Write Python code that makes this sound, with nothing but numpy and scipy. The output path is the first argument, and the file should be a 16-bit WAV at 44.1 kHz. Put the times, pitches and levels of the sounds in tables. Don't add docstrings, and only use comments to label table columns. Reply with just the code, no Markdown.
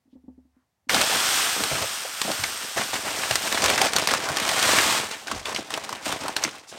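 import sys
import numpy as np
from scipy import signal
from scipy.fft import rfft, irfft
from scipy.io import wavfile
from scipy.ndimage import uniform_filter1d

SR = 44100
rng = np.random.default_rng(int(sys.argv[2]) if len(sys.argv) > 2 else 0)


def int16_out(signal):
    q = np.round(np.clip(np.atleast_2d(signal).T, -1, 1) * 32767)
    wavfile.write(sys.argv[1], SR, q.astype(np.int16))


N = 298998
TIME = np.arange(N) / SR

# f/Hz, level/dB
PLASTIC_SPECTRUM = [(120, -8), (400, -4), (800, 3), (2000, 2), (4500, -0.5), (7000, -3), (9000, -3.5),
                    (10700, -13.5), (13500, -13), (15800, -23)]


def pour(start_s=0.892, heap_s=0.95):
    stream = [(0.92, -24), (1.39, -19.5), (1.59, -24.5), (1.95, -27.5), (2.11, -31.5), (2.3, -27),
              (2.41, -27), (2.58, -29.5), (2.76, -31.5), (2.78, -28.5), (3.04, -31), (3.35, -26.5),
              (3.38, -29.5), (3.45, -27)]
    spectrum = [(200, -30), (700, -2), (870, -2.5), (1400, 5), (2000, 0.5), (2900, 2), (3300, 3), (3700, 0),
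                (5400, 1.5), (7000, -2), (8800, 1.5), (10700, -13.5), (13000, -6), (15800, -18)]
    flow = level_curve(stream, rise_s=1.4, fall_s=2.9)
    flow *= np.clip((TIME - start_s) / 0.009, 0, 1)
    bare_floor = np.exp(-np.maximum(TIME - start_s, 0) / heap_s)
    hiss = grains(flow, spectrum, spread_db=0.7)
    return from_db(-3) * hiss + from_db(-6) * flow * bare_floor * pellets()


def grains(flow, spectrum, spread_db, full_per_s=9000, trickle_per_s=2000):
    per_s = full_per_s * flow / flow.max() + trickle_per_s
    return flow * evened(coloured(impacts(per_s, spread_db), spectrum), span_s=0.057)


def pellets():
    modes = [(800, 300, -6.5), (1260, 410, -2), (2100, 600, -8), (3250, 450, 0.5), (5400, 900, -6.5)]
    clicks = impacts(per_s=900, spread_db=1.5)
    clacks = sum(from_db(db) * resonance(clicks * rng.standard_normal(N), hz, width_hz)
                 for hz, width_hz, db in modes)
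    return evened(clacks, span_s=0.08)


def slide():
    slides = [
        [(4.42, -34.5), (4.7, -23), (4.85, -24.5), (4.97, -26.5), (5.082, -41.5), (5.24, -47)],
        [(6.055, -32.5), (6.15, -44), (6.32, -55)],
    ]
    spectrum = [(200, -57), (600, -6), (1100, 1.5), (2100, 0.5), (4000, -1.5), (6700, -5), (8900, -4),
                (10700, -18), (13500, -13.5), (15800, -24)]
    flow = sum(level_curve(rows, rise_s=0.059, fall_s=0.25) for rows in slides)
    return from_db(2.45) * grains(flow, spectrum, spread_db=3)


def plastic_bag(panel_hz=593):
    tugs = [(0.888, .13, -25, -23.5), (1.093, 0.066, -30, -25), (1.25, 0.22, -39, -51),
            (1.562, 0.087, -29, -37), (1.69, 0.14, -33, -27.5), (2.231, 0.097, -29.5, -35),
            (2.372, 0.18, -41, -48), (2.608, 0.027, -34, -31), (2.758, 0.067, -28, -23),
            (2.928, 0.036, -28, -23), (3.041, 0.066, -34.5, -26.5), (3.13, 0.13, -35.5, -28.5),
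            (3.288, 0.048, -36, -28), (3.43, 0.043, -35, -26), (3.509, 0.1, -29, -23.5),
            (3.611, 0.14, -26, -19), (3.775, 0.096, -27.5, -18.5), (3.937, 0.091, -29, -24),
            (4.083, 0.073, -28.5, -20.5), (4.224, 0.093, -43, -26.5), (4.397, 0.34, -42, -27),
            (4.628, .17, -25.5, -23), (4.825, 0.22, -32, -32), (5.102, .04, -44, -29),
            (5.253, 0.14, -36.5, -32), (5.445, 0.08, -36, -28), (5.536, 0.063, -29.5, -30.5),
            (5.702, .08, -33.5, -31.5), (5.809, 0.047, -42, -34.5), (5.897, 0.051, -35, -34),
            (6.054, 0.098, -28.5, -28), (6.201, 0.094, -30.5, -32.5), (6.353, 0.14, -38.5, -31),
            (6.521, .06, -48, -38.5), (6.712, 0.12, -40, -39)]
    strain_levels = [(.95, -27), (2.1, -43.5), (2.72, -43.5), (2.9, -36.5), (3.7, -31.5), (4.9, -25),
                     (5.2, -43.5), (6.3, -37), (6.65, -49)]
    buckles = [(1.009, -18.5), (1.713, -23.5), (1.814, -23), (1.834, -19.5), (2.048, -25.5), (2.278, -21),
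               (2.299, -24), (2.768, -21), (3.306, -20), (3.633, -15), (3.694, -14.5), (3.802, -24),
               (5.589, -34), (6.364, -27)]
    thuds = [(1.715, -26.5, 100), (1.81, -33, 95), (2.29, -23, 320), (2.39, -34, 75), (3.31, -32, 90),
             (3.64, -31, 80), (4.3, -28.5, 130), (5.32, -28, 225), (5.335, -35, 60.4), (6.449, -25.5, 217)]
    start_s, length_s, flex_db, crinkle_db = np.transpose(tugs)
    strain = level_curve(strain_levels, rise_s=0.06, fall_s=0.93)
    resting_flex = from_db(-4.5) * strain
    flex = np.hypot(tug_curve(start_s, length_s, flex_db), resting_flex)
    heave = np.hypot(tug_curve(start_s, length_s, flex_db, release_s=0.023), resting_flex)
    creasing = np.hypot(tug_curve(start_s, length_s, crinkle_db), from_db(1.5) * strain)
    bag = from_db(-4) * creasing * crinkle()
    bag += from_db(-5.5) * flex * flutter(low_hz=203, high_hz=815, per_s=300, damping=0.3, count=12)
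    bag += from_db(-16.5) * heave * flutter(low_hz=67, high_hz=196, per_s=130, damping=0.55, count=10)
    bag += from_db(-0.5) * flaps([(s, db, panel_hz) for s, db in buckles], decay_cycles=4.5, damping=0.41)
    bag += from_db(14.5) * creasing * ticks()
    bag += from_db(-0.5) * snaps()
    return bag + flaps(thuds, decay_cycles=2.5, damping=0.94)


def tug_curve(starts_s, lengths_s, levels_db, attack_s=0.0067, release_s=0.017):
    power = np.zeros(N)
    for s, length_s, db in zip(starts_s, lengths_s, levels_db):
        rise = 1 - np.exp(-np.maximum(TIME - s, 0) / attack_s)
        relax = np.exp(-np.clip((TIME - s - length_s) / release_s, 0, 20))
        power += (from_db(db) * rise * relax) ** 2
    return np.sqrt(power)


def snaps(crackle_s=0.0042, strain_s=0.0006, size=2048):
    creases = [(0.894, -18.5, 1960, 2, 4.5), (0.945, -15.5, 3900, 22, 0), (1.0134, -13, 2650, 11, -13),
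               (1.637, -17, 3020, 16, -12), (2.2157, -15, 3950, -3, -5), (2.315, -19.5, 5240, 1, -2),
               (2.4378, -20, 2150, 6.5, 12.5), (2.7778, -23.5, 1340, 6, 9), (2.9397, -22.5, 1020, 0, 4),
               (3.2337, -29.5, 1940, 2, 19), (3.3098, -15.5, 2540, 0, 4), (3.3556, -11.5, 4130, 6, -9.5),
               (3.4739, -23, 1970, 15, 2), (3.5249, -15.5, 1450, 8, -3), (3.5751, -28, 1990, 18, 15),
               (3.6402, -11, 953, 9, -15), (3.6594, -13, 1730, 11, -4.5), (3.7, -13, 910, 2, -15),
               (3.7773, -14.5, 1790, 2, -6), (3.8156, -10.5, 3420, -1, -8), (3.8564, -27, 1780, 15, 1),
               (3.934, -19, 1290, 21, -17), (3.9633, -12, 4140, 15, 1), (3.9841, -15, 1460, 11, -15),
               (4.0731, -12.5, 4740, 11, -21), (4.087, -19.5, 1520, 0, 3), (4.1374, -19.5, 1340, 25.5, 5),
               (4.2877, -26, 1490, 20, 4), (4.3694, -16.5, 4700, 12, -1), (4.3844, -25, 2400, 7, 8),
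               (4.3994, -18, 1510, 5, -14), (4.4903, -15, 2830, 8, -4), (4.6266, -14.5, 1940, 3, -7),
               (4.7861, -13.5, 2150, 4, 4.5), (5.2807, -32, 1410, 0, 16), (5.3142, -24, 1190, 2, 8.5),
               (5.4554, -27, 2900, 5, 8.5), (5.5469, -28, 4700, 5, 11), (5.5616, -26.5, 2640, 8, 12),
               (5.7045, -25.5, 950, 5, 7), (5.7393, -24, 2840, 8, 8.5), (5.7752, -27, 925, 11, 12),
               (5.892, -27.5, 860, 13, 6), (5.9272, -26, 923, 8, 12), (6.1248, -25.5, 1010, 20, 4),
               (6.2816, -23.5, 956, 12, 2), (6.3648, -16, 3760, 1, 0), (6.4378, -19, 5560, 5, 10.5),
               (6.4482, -25.5, 2340, 4, 11)]
    out, spike_at = np.zeros(N), size // 8
    t = TIME[:size] - TIME[spike_at]
    swell = np.exp(-np.maximum(t / crackle_s, -t / strain_s))
    for s, crackle_db, hz, spike_db, ring_db in creases:
        burst = swell * rng.standard_normal(size)
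        burst[spike_at] = from_db(spike_db)
        ring = resonance(burst, hz, hz / 3)
        add(out, s + strain_s - TIME[spike_at], from_db(crackle_db) * (burst + from_db(ring_db) * ring))
    return coloured(out, PLASTIC_SPECTRUM)


def crinkle(per_s=600, count=6):
    spectrum = [(120, -26), (400, 0.5), (800, 4), (1300, 1.5), (2200, 0.5), (4500, -4), (7000, -4),
                (9000, -4.5), (10700, -15), (13500, -16), (15800, -21)]
    shower = np.zeros(N)
    for hz in np.geomspace(700, 5000, count):
        bursts = crackle(impacts(per_s / count, spread_db=4), tail_s=0.0055, tail_db=-16)
        shower += bursts + from_db(9.5) * resonance(bursts, hz, 0.41 * hz)
    return evened(coloured(shower, spectrum), span_s=0.04)


def ticks(per_s=30, spread_db=4.5):
    sizes = from_db(spread_db * np.clip(rng.standard_normal(N), -2, 1))
    clicks = sizes * (rng.random(N) < per_s / SR)
    return coloured(crackle(clicks, tail_s=0.002, tail_db=-21), PLASTIC_SPECTRUM)


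def crackle(clicks, tail_s, tail_db):
    tail_power = signal.lfilter([1], [1, -np.exp(-1 / (tail_s * SR))], clicks ** 2 + 1e-18)
    return clicks + from_db(tail_db) * np.sqrt(tail_power) * rng.standard_normal(N)


def flutter(low_hz, high_hz, per_s, damping, count):
    clicks = impacts(per_s, spread_db=5)
    modes = sum(resonance(clicks * rng.standard_normal(N), hz, damping * hz)
                for hz in np.geomspace(low_hz, high_hz, count))
    band = signal.butter(2, [low_hz / 2 ** 0.5, high_hz * 2 ** 0.5], "band", fs=SR, output="sos")
    return evened(signal.sosfilt(band, modes), span_s=0.0497)


def flaps(rows, decay_cycles, damping, size=8000):
    out = np.zeros(N)
    for s, db, hz in rows:
        push = rng.standard_normal(size) * np.exp(-TIME[:size] * hz / decay_cycles)
        flap = resonance(resonance(push, hz, damping * hz), hz, damping * hz)
        add(out, s, from_db(db) * flap / np.abs(flap).max())
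    return out


def housing(contact_cut_hz=850, grind_s=0.014, grind_db=-12, attack_s=0.0018):
    knocks = [(0.054, -58), (0.076, -53), (0.128, -42.5), (0.154, -39), (0.238, -45), (0.28, -32.5),
              (0.378, -43), (0.451, -53), (0.565, -52.5), (0.869, -45)]
    modes = [(71.7, -15.5, .7), (256.3, 7, 0.19), (287, -9, 0.071), (394, -26, 0.1), (503, -27, 0.19),
             (715, -31, 0.097), (896, -26, 0.25), (1120, -28, 0.092)]
    t, out = TIME[:SR], np.zeros(N)
    soft_contact = signal.butter(4, contact_cut_hz, fs=SR, output="sos")
    attack = 1 - np.exp(-t / attack_s)
    ring = sum(from_db(db - 60 * t / t60_s) * np.sin(2 * np.pi * hz * t) for hz, db, t60_s in modes)
    for s, db in knocks:
        grind = resonance(rng.standard_normal(SR), hz=290, width_hz=200) * np.exp(-t / grind_s)
        grind *= from_db(grind_db) / grind[:SR // 100].std()
        knock = signal.sosfilt(soft_contact, attack * (ring + grind))
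        add(out, s, from_db(db) * knock / np.abs(knock).max())
    return out


def rubs():
    strokes = [(0.087, 0.088, -77, 3000), (0.501, 0.18, -77, 980), (6.06, 0.087, -35, 1000),
               (6.19, .15, -37, 900), (6.663, 0.074, -43, 5040)]
    out = np.zeros(N)
    for s, length_s, db, hz in strokes:
        hiss = resonance(resonance(rng.standard_normal(SR), hz, hz), hz, hz)
        swell = np.hanning(int(length_s * SR))
        add(out, s, from_db(db) * swell * hiss[:len(swell)] / hiss.std())
    return out


def garage(x, t60_s=0.16, echo_db=-17.5, wall_cut_hz=6000):
    t = TIME[:SR // 2]
    tail = rng.standard_normal(len(t)) * from_db(-60 * t / t60_s) * (t > 0.005)
    tail = signal.sosfilt(signal.butter(1, wall_cut_hz, fs=SR, output="sos"), tail)
    return x + from_db(echo_db) * signal.oaconvolve(x, tail / np.linalg.norm(tail))[:N]


def room_air():
    spectrum = [(18, -56), (30, -22), (71, 13), (394, -4), (815, 0), (1480, -9), (1780, -6), (2770, -12),
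                (5440, -12.5), (15000, -19)]
    return from_db(-77) * coloured(rng.standard_normal(N), spectrum)


def from_db(db):
    return 10 ** (np.asarray(db) / 20)


def level_curve(rows, rise_s, fall_s):
    s, db = np.transpose(rows)
    outside = np.maximum(s[0] - TIME, 0) / rise_s + np.maximum(TIME - s[-1], 0) / fall_s
    return from_db(np.interp(TIME, s, db) - 60 * np.minimum(outside, 2))


def evened(x, span_s):
    power = uniform_filter1d(x ** 2, max(int(span_s * SR), 2))
    return x / np.sqrt(np.abs(power) + np.mean(x ** 2) / 20)


def coloured(x, spectrum, size=2048):
    hz, db = np.transpose(spectrum)
    grid_hz = np.maximum(np.arange(size // 2 + 1) * SR / size, 1)
    gain = from_db(np.interp(np.log(grid_hz), np.log(hz), db))
    cepstrum = irfft(np.log(gain))
    cepstrum[1:size // 2] *= 2
    cepstrum[size // 2 + 1:] = 0
    response = irfft(np.exp(rfft(cepstrum)))
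    return signal.oaconvolve(x, response / np.linalg.norm(response))[:N]


def resonance(x, hz, width_hz):
    r = np.exp(-np.pi * width_hz / SR)
    feedback = [1, -2 * r * np.cos(2 * np.pi * hz / SR), r * r]
    return signal.lfilter(np.array([1, 0, -1]) * (1 - r * r) / 2, feedback, x + 1e-18)


def impacts(per_s, spread_db):
    sizes = from_db(spread_db * np.minimum(rng.exponential(1, N), 4)) * rng.choice([-1, 1], N)
    return sizes * (rng.random(N) < per_s / SR)


def add(track, s, sound):
    start = max(round(s * SR), 0)
    track[start:start + len(sound)] += sound[:N - start]


def scene():
    litter = pour() + slide()
    air = room_air()
    return (garage(litter + plastic_bag() + housing() + rubs()) + air)[None]


def record(dry, low_cut_hz=32, high_cut_hz=16000, ceiling=0.8):
    dry = signal.sosfilt(signal.butter(2, low_cut_hz, "high", fs=SR, output="sos"), dry)
    rounded = dry / (1 + (dry / ceiling) ** 4) ** 0.25
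    return signal.sosfilt(signal.ellip(10, 0.1, 70, high_cut_hz, fs=SR, output="sos"), rounded)


dry = scene()
out = record(dry)
int16_out(out)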